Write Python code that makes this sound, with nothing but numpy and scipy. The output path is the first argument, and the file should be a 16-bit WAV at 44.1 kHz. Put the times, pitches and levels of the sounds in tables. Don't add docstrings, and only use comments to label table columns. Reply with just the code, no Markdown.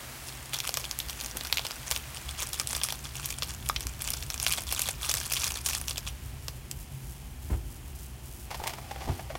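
import sys
import numpy as np
from scipy import signal
from scipy.io import wavfile
from scipy.ndimage import uniform_filter1d

SR = 44100
rng = np.random.default_rng(int(sys.argv[2]) if len(sys.argv) > 2 else 0)


def dump_mix(stems):
    frames = np.atleast_2d(stems).T
    limited = np.clip(frames, -1, 1)
    pcm = np.round(limited * 32767).astype(np.int16)
    wavfile.write(sys.argv[1], SR, pcm)


N = 413658
TIME = np.arange(N) / SR

# time_s, level_db
BOIL_LEVEL = [(0, -51.5), (.45, -50), (.8, -46.5), (2.2, -45.5), (3.1, -44), (3.8, -39.5), (4.1, -42),
              (5.3, -42.5), (6.15, -40), (6.6, -43), (7.05, -41.5), (8.1, -42.5), (9.38, -43.5)]
# frequency_hz, gain_db
RUMBLE_TONE = [(22, -55), (33, -11), (43, -9.5), (56, 0), (62, -1), (69, 1.5), (82, -7), (100, -10),
               (150, -23.5), (200, -18.5), (300, -35), (600, -54)]
# time_s, level_db
DRONE_LEVEL = [(0, -53.5), (3.2, -48.5), (5.2, -51), (6.1, -49.5), (7.05, -46.5), (7.5, -49.5),
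               (8.1, -53.5), (9.38, -49.5)]
# time_s, level_db
FOAM_LEVEL = [(0, -44), (.45, -47), (2.2, -46), (3.55, -52), (5, -51), (6.3, -54.5), (7, -65), (9.38, -94)]
# frequency_hz, gain_db
FOAM_TONE = [(150, -20), (320, -6), (450, -3.5), (660, 0.5), (1040, 0), (1900, 1), (3830, -3), (7830, -5.5),
             (16000, -9)]
# frequency_hz, gain_db
SIMMER_TONE = [(170, -17.5), (240, 0), (290, -7.5), (350, -4.5), (500, -13.5), (750, -10), (1250, -16),
               (1900, -16.5), (3100, -14.5), (3700, -21), (10500, -21), (16000, -26.5)]
# start_s, length_s, level_db
FINGER_SQUEEZES = [(0.265, 0.023, -41), (0.527, 0.031, -33), (0.632, 0.052, -36.5), (0.72, 0.14, -40.5),
                   (1.085, 0.024, -36.5), (1.173, 0.13, -40.5), (1.38, 0.12, -43), (1.53, 0.22, -42),
                   (1.863, 0.11, -38), (2.145, 0.022, -39), (2.284, 0.027, -39.5), (2.374, 0.068, -34.5),
                   (2.462, 0.034, -41), (2.53, 0.079, -35.5), (2.68, .11, -35.5), (2.829, 0.025, -30),
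                   (2.88, 0.057, -38), (3.04, 0.03, -40.5), (3.147, 0.19, -40), (3.376, 0.16, -40.5),
                   (3.65, .04, -44), (3.808, .08, -44.5), (4.002, 0.16, -38), (4.167, 0.071, -43.5),
                   (4.297, .11, -43.5), (4.419, 0.12, -31), (4.547, .07, -36), (4.67, 0.241, -35),
                   (5.01, 0.17, -32.5), (5.193, 0.18, -37), (5.307, 0.2, -31.5), (5.486, 0.11, -37),
                   (5.643, .13, -31.5), (5.878, 0.031, -34.5), (5.956, 0.017, -38), (6.065, 0.02, -39)]
# frequency_hz, gain_db
FILM_TONE = [(200, -22.5), (480, -10), (1150, -1.5), (1950, -10.5), (2400, -2), (3000, -4), (3400, -2),
             (3950, -4), (4800, -3), (5600, -3), (7000, -3), (9600, -3), (12000, -10.5), (16000, -13.5)]
# (hollow part, relative to level_db)
CREASE_SNAPS = [(0.5338, 3900, -30, -12), (0.544, 4220, -31, -11.5), (0.588, 5600, -30.5, -14),
                (0.6027, 4800, -26, -24), (0.6752, 10100, -29.5, -17), (0.6921, 4600, -27, -7.5),
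                (0.7414, 6740, -25.5, -17), (0.7715, 5800, -25, -9), (0.8418, 2630, -34, -9),
                (0.912, 5400, -27, -17), (0.9888, 9700, -26.5, -22), (1.0018, 3780, -27.5, -24),
                (1.097, 5070, -31.5, -13), (1.211, 5700, -31, -19), (1.261, 7300, -31.5, -14),
                (1.3705, 8400, -28.5, -15), (1.4096, 3940, -31, -13), (1.4494, 4300, -32.5, -15),
                (1.471, 6000, -34.5, -18.5), (1.5263, 3760, -18, -15.5), (1.5719, 3850, -23.5, -17),
                (1.5827, 2600, -26, -17), (1.5938, 3200, -29, -7.5), (1.6507, 3400, -32.5, -5),
                (1.667, 4900, -30, -23), (1.7093, 4100, -33.5, -5.5), (1.9123, 6300, -22, -13),
                (1.921, 4900, -28.0, -13), (1.9623, 4440, -27, -24), (2.4232, 7400, -29, -9),
                (2.5325, 7600, -29, -30), (2.5986, 5470, -22.5, -13.5), (2.673, 7800, -26.5, -36),
                (2.7303, 7800, -29, -7.5), (2.75, 3970, -28.0, -14), (2.8148, 3100, -30.5, -9),
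                (2.835, 6000, -29, -24), (2.887, 4900, -30.5, -9), (2.924, 5870, -29, -7.5),
                (3.2582, 8600, -27.0, -31), (3.305, 6900, -30, -22), (3.4226, 3170, -26.5, -7.5),
                (3.4316, 3600, -28.5, -24), (3.6891, 8750, -25, -33), (3.762, 2690, -25, -18),
                (3.807, 7000, -31.5, -17), (3.8692, 6600, -30, -13), (4.02, 10100, -28.5, -29),
                (4.0756, 6400, -29, -15), (4.1041, 9800, -25.5, -25), (4.1382, 5500, -29.5, -14),
                (4.226, 4800, -33.5, -16), (4.3021, 5100, -28, -13.5), (4.3422, 6160, -30, -14),
                (4.3997, 5560, -27.5, -18), (4.4651, 3930, -20.5, -10.5), (4.5241, 7500, -22, -35),
                (4.536, 4430, -27, -22), (4.581, 4800, -32.5, -3.5), (4.7248, 7860, -23.5, -11.5),
                (4.7938, 7600, -24.5, -13), (4.8184, 9400, -22, -35), (4.8879, 6900, -25.0, -8.5),
                (5.0943, 6100, -24, -11.5), (5.114, 6850, -24.0, -27), (5.1401, 7000, -23, -12),
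                (5.2014, 6740, -31, -17.5), (5.324, 9200, -26, -30), (5.3359, 6940, -24, -23),
                (5.4426, 6500, -23, -26), (5.662, 6100, -24.5, -18), (5.689, 8100, -28, -10),
                (5.814, 10900, -31.5, -13), (5.8822, 5600, -27.5, -22), (5.909, 4660, -29.5, -15.5),
                (5.98, 5230, -28, -14.5), (6.0742, 3450, -32.5, -16), (6.4823, 4750, -30, -12),
                (6.7132, 7400, -30, -26)]
# low_hz, high_hz
SNAP_RANGES = [(450, 1600), (2200, 5480), (6000, 15000)]
# start_s, knock_db, thud_db, thud_delay_s, thud_pitch_factor
SOFT_BUMPS = [(1.351, -36, -48, 0.0048, 1.4), (3.846, -45, -33.5, 0.0092, 1.16),
              (7.498, -30, -23.5, 0.019, 0.96), (7.527, -29, -32, 0.0219, 1.43),
              (9.089, -27, -26.5, 0.0055, 1.66)]
# frequency_hz, gain_db
KNOCK_TONE = [(90, 0.5), (200, 2), (380, -2), (560, -13.5), (800, -8.5), (1300, -15), (2000, -21),
              (3500, -28), (8000, -50)]
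# pitch_hz, level_db, fade_s (time to fall 60 dB)
THUD_NOTES = [(53.6, 4, 0.37), (74.3, 2, 0.14), (102, -32, 0.079), (177, -13, 0.06), (236, -11, 0.1)]
# start_s, gain_db
PANEL_POPS = [(3.698, -13)]
# pitch_hz, level_db, fade_s
PANEL_NOTES = [(900, -28, 0.0042), (1080, -23, .009), (1260, 1.5, 0.016), (1600, -5, 0.0079),
               (2240, -6, 0.006), (3480, -14, 0.021), (3865, -11.5, 0.021), (5100, -3, 0.0074)]
# start_s, level_db, length_s, tilt_db_per_octave (higher is brighter)
PACKET_CRUMPLES = [(8.504, -40, 0.022, 1), (8.543, -39, .012, 0), (8.597, -38, 0.0089, -4.5),
                   (8.616, -38, 0.0065, -6.5), (8.637, -34.5, .008, 1.5), (8.658, -36.5, 0.0083, -3),
                   (8.67, -29.5, 0.011, 3.5), (8.691, -41.5, 0.02, 2.5), (8.734, -39.5, .008, 1.5),
                   (8.783, -42.5, 0.0095, -1.5), (8.91, -34.5, 0.0071, -1), (8.958, -40.5, 0.0063, -3.5),
                   (9.007, -44.5, 0.014, -3), (9.068, -36, 0.035, -8), (9.192, -41, .012, -2),
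                   (9.297, -38, 0.017, -2.5), (9.351, -34, 0.0081, -2.5)]
# frequency_hz, gain_db
PACKET_TONE = [(250, -9), (520, -4), (900, -5.5), (1300, -6), (2200, -4.5), (3200, -9.5), (4900, -9.5),
               (7000, -15), (15000, -23)]
# time_s, level_db
SLIDE_LEVEL = [(8.45, -67), (8.52, -49), (8.97, -50.5), (9.05, -42.5), (9.13, -46), (9.25, -54),
               (9.38, -53)]
# pitch_hz, level_db, fade_s
POT_NOTES = [(1230, -43, 0.05), (2550, -53, 0.082), (3350, -47, 0.02), (3574, -32, 0.018),
             (5840, -42.5, 0.075)]
# frequency_hz, fade_s
ROOM_FADE = [(200, 0.7), (1000, 0.15), (4000, 0.2), (9000, 0.022), (16000, 0.57)]


def amp(db):
    return 10 ** (np.asarray(db) / 20)


def unit(x):
    return x / np.sqrt(np.mean(x ** 2) + 1e-20)


def follow(curve):
    return amp(np.interp(TIME, *np.transpose(curve)))


def read(points, hz):
    table_hz, value = np.transpose(points)
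    return np.interp(np.log(hz + 1), np.log(table_hz + 1), value)


def add(mix, start_s, sound):
    part = mix[max(round(start_s * SR), 0):][:len(sound)]
    part += sound[:len(part)]


def colour(x, tone, tilt_db=0, size=2048):
    hz = abs(np.fft.fftfreq(size, 1 / SR))
    log_gain = np.log(amp(read(tone, hz) + tilt_db * np.log2(hz / 1000 + .1)))
    taps = np.fft.ifft(np.exp(np.conj(signal.hilbert(log_gain)))).real
    return signal.oaconvolve(x, taps[:size // 2])[:len(x)]


def resonate(x, hz, width_hz):
    return signal.lfilter(*signal.iirpeak(hz, hz / width_hz, fs=SR), x)


def ring(notes, size=24000):
    t = np.arange(size) / SR
    return sum(amp(db) * np.sin(2 * np.pi * hz * t) * np.exp(-np.log(1000) * t / fade_s)
               for hz, db, fade_s in notes)


def drift(per_s):
    return unit(np.interp(TIME * per_s, np.arange(N // 50), rng.standard_normal(N // 50)))


def clicks(per_s, spread_db):
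    size = amp(spread_db * np.minimum(rng.exponential(1, N), 3))
    return size * rng.choice([-1, 1], N) * (rng.random(N) < per_s / SR)


def boil(rumble_db=-1, drone_hz=129):
    shaking, drone = rng.standard_normal((2, N))
    for _ in range(2):
        drone = resonate(drone, drone_hz, width_hz=22)
    rumble = unit(colour(shaking, RUMBLE_TONE, size=32768))
    return amp(rumble_db) * follow(BOIL_LEVEL) * rumble + follow(DRONE_LEVEL) * unit(drone)


def fizz(simmer_db=-52, spit_db=-56, clump_db=6):
    foam = unit(colour(clicks(per_s=7000, spread_db=2), FOAM_TONE))
    simmer = unit(colour(rng.standard_normal(N), SIMMER_TONE))
    clumps = amp(spit_db + clump_db * np.tanh(drift(16)))
    bursts = clicks(per_s=2600, spread_db=7.5)
    spit = unit(colour(bursts, [(1500, -29), (5000, -10), (10000, -6), (15000, -8.5)]))
    return follow(FOAM_LEVEL) * foam + amp(simmer_db) * simmer + clumps * spit


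def squeezing(press_s=0.014, relax_s=0.017, hold_db=-51):
    effort = amp(hold_db) * ((TIME > FINGER_SQUEEZES[0][0]) & (TIME < FINGER_SQUEEZES[-1][0]))
    for start_s, length_s, db in FINGER_SQUEEZES:
        press = np.clip((TIME - start_s) / press_s + .5, 0, 1)
        relax = np.exp(-np.maximum(TIME - start_s - length_s, 0) / relax_s)
        effort = np.maximum(effort, amp(db) * press * relax)
    return effort


def crinkle(fade_cycles=2.8, scratch_db=1, rub_db=-12, clump_db=3, level_db=-1, pitches=24):
    effort = squeezing()
    tightness = effort / effort.max()
    busy = tightness ** .8 + .08
    buckles = clicks(per_s=760 * busy, spread_db=5) / np.sqrt(busy)
    which_pitch = rng.integers(0, pitches, N)
    ticks, t = np.zeros(N), np.arange(256) / SR
    for k, hz in enumerate(np.geomspace(1300, 15000, pitches)):
        note = np.exp(-t * hz / fade_cycles) * np.cos(2 * np.pi * hz * t)
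        scratch = np.exp(-t / 0.0014) * rng.standard_normal(len(t))
        tick = unit(note) * np.sqrt(hz / 3000) + amp(scratch_db) * unit(scratch)
        ticks += signal.oaconvolve(buckles * (which_pitch == k), tick)[:N]
    rub = amp(rub_db) * rng.standard_normal(N)
    rustle = (unit(ticks) + rub) * amp(clump_db * drift(60))
    slack = unit(colour(rustle, FILM_TONE, tilt_db=-.8))
    tight = unit(colour(rustle, FILM_TONE, tilt_db=.64))
    film = (1 - tightness) * slack + tightness * tight
    strength = np.sqrt(uniform_filter1d(film ** 2, size=2600))
    return amp(level_db) * effort * film / strength


def snaps(flip_s=0.00031, flutter_s=0.0039, flutter_db=-10, note_db=9, even_hz=5800, size=700):
    out, t = np.zeros(N), np.arange(size) / SR
    bands = [signal.butter(3, band, "band", fs=SR, output="sos") for band in SNAP_RANGES]
    attack = round(.004 * SR)
    for start_s, hz, db, body_db in CREASE_SNAPS:
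        flip = np.exp(-t / flip_s) * rng.standard_normal(size)
        flip += amp(note_db) * resonate(flip, hz, width_hz=hz / 3)
        flip += amp(flutter_db) * np.exp(-t / flutter_s) * rng.standard_normal(size)
        sizzle = amp(14.5 * np.log2(hz / even_hz))
        shares = amp(body_db), 1 / np.hypot(1, sizzle), sizzle / np.hypot(1, sizzle)
        for band, share in zip(bands, shares):
            part = signal.sosfilt(band, flip)
            add(out, start_s, amp(db) * share * part / np.std(part[:attack]))
    return out


def bumps(rise_s=0.0036, fall_s=0.017, size=12000):
    out, t = np.zeros(N), np.arange(size) / SR
    swell = np.exp(-t / fall_s) - np.exp(-t / rise_s)
    for start_s, knock_db, thud_db, delay_s, factor in SOFT_BUMPS:
        knock = unit(colour(rng.standard_normal(size), KNOCK_TONE)) * swell
        thud = ring([(hz * factor, db, fade_s / factor) for hz, db, fade_s in THUD_NOTES])
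        add(out, start_s, amp(knock_db) * knock)
        add(out, start_s + delay_s, -amp(thud_db) * thud)
    return colour(out, [(26, -36), (48, 0)], size=16384)


def panel_pop():
    out = np.zeros(N)
    for start_s, db in PANEL_POPS:
        add(out, start_s, amp(db) * colour(ring(PANEL_NOTES), [(150, -19), (900, -3)]))
    return out


def handling(air_hz=840, fall_hz_per_s=91, air_db=12.5, air_width_hz=135, slide_hz=760, size=8000):
    out, t = np.zeros(N), np.arange(size) / SR
    grains = unit(clicks(per_s=3000, spread_db=4))
    for start_s, db, length_s, tilt_db in PACKET_CRUMPLES:
        hz = air_hz - fall_hz_per_s * (start_s - PACKET_CRUMPLES[0][0])
        hz *= np.exp(.09 * rng.standard_normal())
        swell = (t / length_s) * np.exp(-3 * t / length_s)
        cluster = np.roll(grains, -round(start_s * SR))[:size] * swell
        crumple = colour(cluster, PACKET_TONE, tilt_db)
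        crumple += amp(air_db) * resonate(crumple, hz, air_width_hz)
        add(out, start_s, amp(db) * crumple * np.sqrt(length_s * SR) / np.linalg.norm(crumple))
    slide = colour(grains, PACKET_TONE, tilt_db=1.5)
    slide += amp(air_db) * resonate(slide, slide_hz, air_width_hz)
    return out + follow(SLIDE_LEVEL) * (TIME > SLIDE_LEVEL[0][0]) * unit(slide)


def kitchen(x, near_db=-13.5, tail_db=-12, pot_db=-5, echoes=12):
    t = np.arange(SR // 2) / SR
    noise = rng.standard_normal(len(t)) * (t > .006)
    hz, time_s, spectrum = signal.stft(noise, SR, nperseg=256)
    fade = np.exp(-np.log(1000) * time_s / read(ROOM_FADE, hz)[:, None])
    tail = signal.istft(spectrum * fade, SR, nperseg=256)[1][:len(t)]
    near, delay_s = np.zeros(len(t)), rng.uniform(.003, .02, echoes)
    near[(delay_s * SR).astype(int)] = rng.choice([-1, 1], echoes) / np.sqrt(delay_s)
    near = colour(near, [(2500, -7), (15000, 2.5)])
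    echo = amp(near_db) * near / np.linalg.norm(near) + amp(tail_db) * tail / np.linalg.norm(tail)
    pot = amp(pot_db) * ring(POT_NOTES, size=len(t))
    return x + signal.oaconvolve(x, echo + pot)[:N]


def scene():
    hand_sounds = snaps() + crinkle() + panel_pop() + handling() + bumps()
    return (kitchen(hand_sounds) + boil() + fizz())[None]


def record(dry, top_hz=15950):
    low_pass = signal.firwin(401, top_hz, window=("kaiser", 8), fs=SR)
    return signal.oaconvolve(dry, low_pass[None], "same")


dry = scene()
out = record(dry)
dump_mix(out)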